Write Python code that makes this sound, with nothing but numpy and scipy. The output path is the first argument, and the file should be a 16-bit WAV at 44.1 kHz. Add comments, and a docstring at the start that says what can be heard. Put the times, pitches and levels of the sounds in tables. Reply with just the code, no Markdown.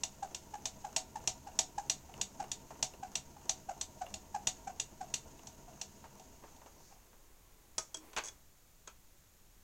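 """Rumbling gears and the snap of a ratchet, close to the microphone: a portable wind-up gramophone
is being cranked in a small curtained room. The pawl squeaks up each tooth and drops off it, about
three times a second, until the hand slows. Then the metal tone arm is unfolded with a clatter
and the turntable brake is let off. The lid and the nearby walls answer briefly."""
import sys
import numpy as np
from scipy import signal
from scipy.fft import rfft, irfft, next_fast_len
from scipy.io import wavfile
from scipy.ndimage import uniform_filter1d, map_coordinates

SR = 44100
rng = np.random.default_rng(int(sys.argv[2]) if len(sys.argv) > 2 else 0)


def dump(signal):
    """Clip the signal to [-1, 1] and save it as 16-bit WAV at the path in sys.argv[1]."""
    limited = np.clip(np.atleast_2d(signal).T, -1, 1)
    pcm = np.round(limited * 32767).astype(np.int16)
    wavfile.write(sys.argv[1], SR, pcm)


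N = 424677
AGE = np.arange(SR // 3) / SR  # time since a contact, s

# Levels in the tables are relative; each source sets its own gain.
# rumble of the winding gears: f/Hz, level/dB
RUMBLE_SPECTRUM = [(24, -33), (40, 4.5), (139, -5), (214, -2.5), (273, -2.5), (459, -7.5), (536, -13.5),
                   (660, -4), (784, -15.5), (932, -2.5), (1050, -15), (1270, -35), (1390, -15), (1710, -42),
                   (2500, -30), (3250, -49), (5500, -120)]
# metal sliding on metal: f/Hz, level/dB
SLIDE_SPECTRUM = [(1800, -5.5), (2300, -10.5), (2800, -2.5), (3500, -9), (4600, -6), (5700, -2),
                  (6600, 6.5), (7500, -2.5), (8700, -11), (11000, -30)]
# low resonances of the case, droning under the gears: f/Hz, level/dB
CASE_HUM = [(76, -71.5), (138, -73), (198, -71.5)]
# fingers slipping round the handle on the last turn: t/s, gain
FINGER_SLIP = [(6.76, 0.18), (6.84, 1), (6.92, 0.63), (6.98, 0.055)]
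# skin rubbing on the handle: f/Hz, level/dB
FINGER_SPECTRUM = [(2500, -28), (4000, -2), (4800, 3), (6500, 9), (8500, -8), (13000, -12)]

# one row per ratchet tooth: t/s, snap level/dB, knock level/dB, squeak level/dB, squeak f/Hz
TEETH = [(.034, -28.5, -46, -32.5, 761), (0.346, -35, -57, -35, 820), (.655, -30.5, -45, -35.5, 767),
         (0.9624, -26, -39.5, -33.5, 865), (1.274, -24.5, -41.5, -41.5, 767),
         (1.589, -21.5, -39, -29.5, 811), (1.897, -23.5, -48, -51.5, 747), (2.2126, -27, -49.5, -32.5, 764),
         (2.5155, -31, -55, -50, 819), (2.8261, -24.5, -39, -36.5, 772), (3.1537, -28, -50, -51, 814),
         (3.4931, -24.5, -41, -33.5, 752), (3.8116, -30.5, -54.5, -33.5, 736), (4.14, -37, -48.5, -30, 837),
         (4.4706, -24, -43, -35, 755), (4.798, -28, -54, -37, 753), (5.1393, -27.5, -53.5, -78, 734),
         (5.4701, -44.5, -55, -52.5, 673), (5.8133, -34.5, -50, -54, 900), (6.196, -54, -54, -58, 900),
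         (6.562, -61, -64, -58, 750)]
LAST_TOOTH_S, REST_S = 7.132, 7.45  # the crank reaches its last tooth, then comes to rest
TOOTH_EDGES = np.append([row[0] for row in TEETH], LAST_TOOTH_S)  # bounds of the teeth: t/s
BRISK_TEETH_PER_S = 3.52  # the pace that counts as full speed
# the steel pawl on the ratchet wheel, damped by the contact: f/Hz, level/dB, t60/s
PAWL_MODES = [(2760, -6, .022), (3050, -14, .015), (3350, -12, .015), (3580, -8, .02), (4250, -14, .02),
              (4450, -15, .015), (4900, -14, .012), (5400, -5, .012), (5700, -4, .012), (5920, 0, .018),
              (6200, -4, .015), (6880, 0, .018), (7950, -6, .014), (10750, -23, .02)]
# the wheel's faint after-ring: f/Hz, level/dB, t60/s
WHEEL_MODES = [(3581, -8, .15), (3947, -11, .18), (4230, -10, .15), (5649, -3, .13), (6165, -4, .13),
               (6470, -6, .18), (6618, 0, .17), (6835, -3, .13), (6977, -2, .14), (7200, -3, .14)]
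# the case rattling as the pawl drops: f/Hz, level/dB
SNAP_SPECTRUM = [(600, -13.5), (1000, -12), (1700, -16.5), (2100, -11.5), (2800, -11), (3500, -4.5),
                 (4400, -6), (5000, -5.5), (5700, -35), (6600, 5), (7200, -3), (8300, -5.5), (9500, -21),
                 (10700, -20.5), (12000, -25.5), (15800, -32)]
# the wooden motor board: f/Hz, level/dB, t60/s
BOARD_MODES = [(653.7, -9.5, 0.091), (748, -12, 0.21), (805, -4, 0.032), (892.5, -9, 0.075),
               (971, -17, 0.067), (236, -17.5, 0.036), (116, -14.5, 0.055)]

# slack taken up on every tooth: share of the tooth's time, knock level/dB, tick level/dB, tick f/Hz
SLACK_POINTS = [(.35, -65, -69, 2830), (.77, -55.5, -60, 2740), (.89, -52.5, -53.5, 6240)]
# the loudest knocks of crank and gears: t/s, knock level/dB, tick level/dB
LOUD_KNOCKS = [(2.14, -52, -46.5), (2.44, -48, -51), (2.706, -43.5, -66), (2.937, -50, -51),
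               (4.065, -48, -46), (5.393, -54, -56), (6.04, -46, -75), (6.437, -48, -75), (6.616, -51, -64),
               (6.66, -49.5, -61), (6.802, -56.5, -68), (7.131, -58, -72)]
# a soft knock in the gears: f/Hz, level/dB
KNOCK_SPECTRUM = [(150, -4), (450, 5.5), (900, 7.5), (1500, -4), (2800, -14.5), (4200, -20), (6500, -13),
                  (10000, -30), (15000, -53)]
# the narrow band of a gear tick: multiple of its pitch, level/dB
TICK_BAND = [(.5, -26), (.88, -12), (1, 0), (1.12, -12), (2, -26)]
# the pawl rasping on a rough tooth face: f/Hz, level/dB
RASP_SPECTRUM = [(300, -24), (600, -4.5), (750, 8.5), (1100, 1.5), (1300, -3), (1650, -9), (2000, -11),
                 (2700, -5.5), (4000, -37)]

# joints of the tone arm, then the brake lever:
# t/s, click level/dB, clack level/dB, rattle length/s, ring f/Hz, ring level/dB
JOINTS = [(7.781, -27, -43, .004, 1255, -40), (7.9438, -34.5, -52.5, .004, 3283, -30.5),
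          (7.97, -47, -64, .004, 313, -52.5), (8.132, -55, -54, .004, 994, -58),
          (8.1641, -37.5, -36, .024, 1480, -44), (8.2367, -42, -56.5, .053, 3390, -37),
          (8.8747, -46, -51, .004, 1316, -48)]
# a joint's bright click: f/Hz, level/dB
CLICK_SPECTRUM = [(1000, -11), (2600, -46), (3400, -9), (4700, -9), (5700, 1), (6600, 6.5), (8000, -2.5),
                  (9000, -12.5), (11000, -20), (12000, -24), (15500, -31)]
# the arm's chromed tube: f/Hz, level/dB, t60/s
TUBE_MODES = [(3330, -9, .04), (4700, -13, .05), (5620, -3, .035), (6240, -4, .05), (6570, 0, .035),
              (7880, -3, .03), (9700, -14, .03)]
# the tube's hollow clack: f/Hz, level/dB
CLACK_SPECTRUM = [(60, -7), (150, -12.5), (400, 0.5), (700, 1), (1000, 6.5), (1250, -0.5), (1550, 3.5),
                  (1900, -2.5), (2400, 1.5), (3300, -4), (4500, -7), (8000, -32)]
# the wooden case under the arm: f/Hz, level/dB, t60/s
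CASE_MODES = [(137, -12, 0.11), (363, -1, 0.098), (437, -7, 0.1), (644, 2, .09), (900, -1, 0.078)]
# the pivot rubbing as the arm swings: t/s, level/dB
PIVOT_SWING = [(7.95, -69.5), (8.03, -60.5), (8.1, -59.5), (8.16, -64), (8.29, -63), (8.36, -68),
               (8.45, -80)]
# friction in that pivot: f/Hz, level/dB
PIVOT_SPECTRUM = [(100, -18), (350, 2), (700, -5.5), (1000, -2), (1400, -12.5), (2200, -10.5),
                  (4000, -20), (9000, -18.5)]

# first echoes from the nearby walls: delay/s, level/dB
WALL_ECHOES = [(0.0142, -16.5), (0.0231, -20)]
# decay of the curtained room: f/Hz, t60/s
ROOM_DECAY = [(150, 0.26), (800, 0.22), (3000, 0.18), (7000, 0.18), (14000, 0.14)]
# steady background at the microphone: f/Hz, level/dB
BACKGROUND_SPECTRUM = [(20, 2.5), (60, -5), (120, -12), (250, -19), (500, -22.5), (1000, -25),
                       (2500, -28.5), (5200, -29), (6800, -22.5), (8300, -29.5), (11500, -31.5),
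                       (13600, -26), (15000, -30.5), (15900, -31)]


def amp(db):
    """Decibels to gain."""
    return 10 ** (np.asarray(db) / 20)


def unit(x):
    """Scaled to rms 1."""
    return x / np.sqrt(np.mean(x ** 2) + 1e-20)


def crest(x):
    """Scaled so that the loudest three milliseconds have rms 1."""
    return x / np.sqrt(uniform_filter1d(x ** 2, 128, mode="constant").max() + 1e-20)


def along(points, hz):
    """(f/Hz, value) points interpolated on a log axis."""
    freqs, values = np.transpose(points)
    return np.interp(np.log(hz + 1), np.log(freqs + 1), values)


def curve(points):
    """(t/s, value) points interpolated at every sample."""
    return np.interp(np.arange(N) / SR, *np.transpose(points))


def wobble(rate, size=N):
    """A smooth random curve, rate knots a second."""
    knots = rng.standard_normal(int(size * rate / SR) + 4)
    return map_coordinates(knots, [np.arange(size) * rate / SR])


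def colour(x, spectrum):
    """Minimum-phase filter with the gain of (f/Hz, level/dB) points."""
    size = 2 * next_fast_len(len(x) // 2 + 2048)
    gain = amp(along(spectrum, np.fft.rfftfreq(size, 1 / SR)))
    cepstrum = irfft(np.log(gain), size)
    cepstrum[1:size // 2] *= 2
    cepstrum[size // 2 + 1:] = 0
    return irfft(rfft(x, size) * np.exp(rfft(cepstrum)), size)[:len(x)]


def hiss(spectrum, size=N):
    """Coloured noise of rms 1."""
    return unit(colour(rng.standard_normal(size), spectrum))


def fade(t60):
    """Free decay after a contact."""
    return 1000 ** (-AGE / t60)


def rise(seconds, power=1):
    """Onset from 0 to 1; a higher power starts more gently."""
    return 1 - np.exp(-(AGE / seconds) ** power)


def add(track, s, sound):
    """Mix a sound into the track at s seconds."""
    start = max(round(s * SR), 0)
    track[start:start + len(sound)] += sound[:N - start]


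def ring(modes, contact_s):
    """Modes are driven for the contact time and then die away."""
    free = np.maximum(AGE - contact_s, 0)
    return crest(sum(amp(db) * 1000 ** (-free / t60) * np.sin(2 * np.pi * (hz * AGE + rng.random()))
                     for hz, db, t60 in modes))


def chatter(spectrum, contact_s, tail_db, t60):
    """Hard parts buzz together for the contact time, then the case dies away."""
    envelope = 1 / (1 + (AGE / contact_s) ** 4) + amp(tail_db) * fade(t60)
    return crest(colour(envelope * rng.standard_normal(len(AGE)), spectrum))


def crank():
    """The hand's motion per sample: teeth passed so far, and speed as a share of the brisk pace."""
    t = np.arange(N) / SR
    middles = (TOOTH_EDGES[:-1] + TOOTH_EDGES[1:]) / 2
    rate = np.interp(t, np.append(middles, REST_S), np.append(1 / np.diff(TOOTH_EDGES), 0))
    teeth = np.interp(t, TOOTH_EDGES, np.arange(len(TOOTH_EDGES)))
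    return teeth, rate / BRISK_TEETH_PER_S


def gears(rumble_db=-59, slide_db=-65):
    """The winding train rumbles, slides and hums louder with speed; its load swells twice a tooth."""
    teeth, speed = crank()
    load_db = np.cos(4 * np.pi * (teeth - .46))
    drive = speed ** 1.7 * amp(load_db)
    effort_db = .9 * wobble(14)
    grind_db = 2.6 * wobble(45)
    out = drive * amp(rumble_db + effort_db + grind_db) * hiss(RUMBLE_SPECTRUM)
    out += speed ** 1.2 * amp(slide_db + effort_db + 2.15 * wobble(100)) * hiss(SLIDE_SPECTRUM)
    for hz, db in CASE_HUM:
        drone = np.sin(2 * np.pi * hz * np.arange(N) / SR)
        out += amp(db) * unit(drive * wobble(20) * drone)
    return out


def fingers(level_db=-65):
    """A faint hiss that swells as the fingers slip round the handle on the last turn."""
    return amp(level_db) * curve(FINGER_SLIP) * hiss(FINGER_SPECTRUM)


def pawl_drop(contact_s=.0043):
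    """One fall of the pawl: a hard steel snap, the wheel's ring and the rattle of the case."""
    steel = amp(-2) * ring(PAWL_MODES, contact_s)
    wheel = amp(-18) * ring(WHEEL_MODES, contact_s)
    case = amp(-6) * chatter(SNAP_SPECTRUM, contact_s, tail_db=.5, t60=.12)
    return rise(.0006, power=2) * (steel + wheel + case)


def ratchet(variety_db=-4, board_db=1):
    """The teeth are alike, so the pawl's drops sound nearly the same; each knocks the motor board."""
    out = np.zeros(N)
    usual_drop = pawl_drop()
    for s, snap_db, knock_db, _, _ in TEETH:
        snap = crest(usual_drop + amp(variety_db) * pawl_drop())
        board = crest(ring(BOARD_MODES, contact_s=.0019) * rise(.003, power=2))
        add(out, s, amp(snap_db) * snap + amp(knock_db + board_db) * board)
    return out


def backlash(gain_db=-3, uneven_db=2, db_per_halving=14, loud_tick_hz=2800):
    """The gears take up their slack with soft knocks and small ticks, weaker as the crank slows."""
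    out = np.zeros(N)
    blows = [(s, knock_db, tick_db, loud_tick_hz) for s, knock_db, tick_db in LOUD_KNOCKS]
    for start, period in zip(TOOTH_EDGES, np.diff(TOOTH_EDGES)):
        slowing_db = db_per_halving * np.log2(period * BRISK_TEETH_PER_S)
        for share, knock_db, tick_db, hz in SLACK_POINTS:
            force_db = uneven_db * rng.standard_normal() - slowing_db
            blows.append((start + share * period, knock_db + force_db, tick_db + force_db, hz))
    for s, knock_db, tick_db, hz in blows:
        tick_spectrum = [(hz * ratio, db) for ratio, db in TICK_BAND]
        add(out, s, amp(knock_db) * chatter(KNOCK_SPECTRUM, contact_s=.008, tail_db=4, t60=.18))
        add(out, s, amp(tick_db) * chatter(tick_spectrum, contact_s=.0019, tail_db=-16, t60=.052))
    return amp(gain_db) * out


def squeaks(tooth_share=.636, lead_s=.014, sag=.1, clean_db=-34):
    """The pawl sticks and slips up each tooth: an unsteady creak that swells, lingers and sags."""
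    out = np.zeros(N)
    t = AGE - lead_s  # zero at the top of the swell
    for (s, _, _, db, hz), period in zip(TEETH, np.diff(TOOTH_EDGES)):
        # higher squeaks and faster teeth make shorter creaks
        length = .011 * (760 / hz) ** 3.4 * period * BRISK_TEETH_PER_S
        catch = amp(3.2 * wobble(220, len(t)))
        jitter = .048 * wobble(300, len(t))
        swell = np.exp(-(3 * t / length) ** 2 / 2)
        linger = amp(-9) * catch * np.exp(-(t / length - 1.46) ** 2)
        grip = swell + linger
        pitch = hz * (1 + jitter + sag * (np.exp(-np.abs(t) / length) - .5))
        phase = 2 * np.pi * np.cumsum(pitch) / SR
        harmonics = np.sin(phase) + amp(-20) * np.sin(2 * phase) + amp(-32) * np.sin(3 * phase)
        tone = amp(-1.5) * crest(grip * harmonics)
        # the rough tooth face rasps, more so in weak squeaks, and hisses once at every slip
        rasp = amp(-15 + .41 * (clean_db - db)) * crest(grip * hiss(RASP_SPECTRUM, len(t)))
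        scrape = amp(-15) * crest(grip * hiss(SLIDE_SPECTRUM, len(t)) * (1 + np.sin(phase)))
        add(out, s + tooth_share * period - lead_s, amp(db) * (tone + rasp + scrape))
    return out


def arm_and_brake(bounce_s=.0094, uneven_db=.8, ring_cycles=130):
    """Joints click and rattle, the hollow tube clacks and rings on, and the case thuds below."""
    out = np.zeros(N)
    onset = rise(.0034)
    for start, click_db, clack_db, rattle_s, ring_hz, ring_db in JOINTS:
        contacts = np.arange(start, start + rattle_s, bounce_s)
        for s in contacts:
            force = amp(uneven_db * rng.standard_normal())
            click = amp(click_db - 3) * chatter(CLICK_SPECTRUM, contact_s=.0055, tail_db=-22.5, t60=.32)
            tube = amp(click_db - 4) * ring(TUBE_MODES, contact_s=.00064) * rise(.0013)
            clack = amp(clack_db) * chatter(CLACK_SPECTRUM, contact_s=.0098, tail_db=3.5, t60=.14)
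            add(out, s, force * (click + tube + clack))
        thud = amp(click_db - 18) * ring(CASE_MODES, contact_s=.004)
        add(out, start, onset * thud)
        # the joint rings freely after its last contact
        after_ring = fade(ring_cycles / ring_hz) * np.sin(2 * np.pi * ring_hz * AGE)
        add(out, contacts[-1], amp(ring_db - 1) * onset * after_ring)
    return out


def pivot_rub(gain_db=-2):
    """The tone arm's pivot rubs as it swings out."""
    return amp(curve(PIVOT_SWING) + gain_db) * hiss(PIVOT_SPECTRUM)


def wall_echoes(x):
    """Nearby hard walls send clear, late copies to the microphone."""
    return sum(amp(db) * np.pad(x, (round(s * SR), 0))[:N] for s, db in WALL_ECHOES)


def room(x, delay_s=.007):
    """The lid and the curtained walls add a short diffuse tail whose treble dies first."""
    hz, t, noise = signal.stft(rng.standard_normal(SR // 2), SR, nperseg=256)
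    decay = 1000 ** (-t / along(ROOM_DECAY, hz)[:, None])
    _, tail = signal.istft(noise * decay, SR, nperseg=256)
    tail = np.pad(tail / np.linalg.norm(tail), (round(delay_s * SR), 0))
    return signal.fftconvolve(x, tail)[:N]


def scene(room_db=-12.5, background_db=-62):
    """One microphone near the gramophone: mostly direct sound, a little room, a quiet background."""
    winding = ratchet() + squeaks() + gears() + fingers() + backlash()
    direct = winding + pivot_rub() + arm_and_brake()
    reflected = wall_echoes(direct) + amp(room_db) * room(direct)
    background = amp(background_db) * hiss(BACKGROUND_SPECTRUM)
    return (direct + reflected + background)[None]


def record(dry, top_hz=15950):
    """The camera behind the microphone keeps nothing above its band limit."""
    size = next_fast_len(N + SR // 2)
    passband = np.fft.rfftfreq(size, 1 / SR) < top_hz
    return irfft(rfft(dry, size) * passband, size)[..., :N]


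dry = scene()
out = record(dry)
dump(out)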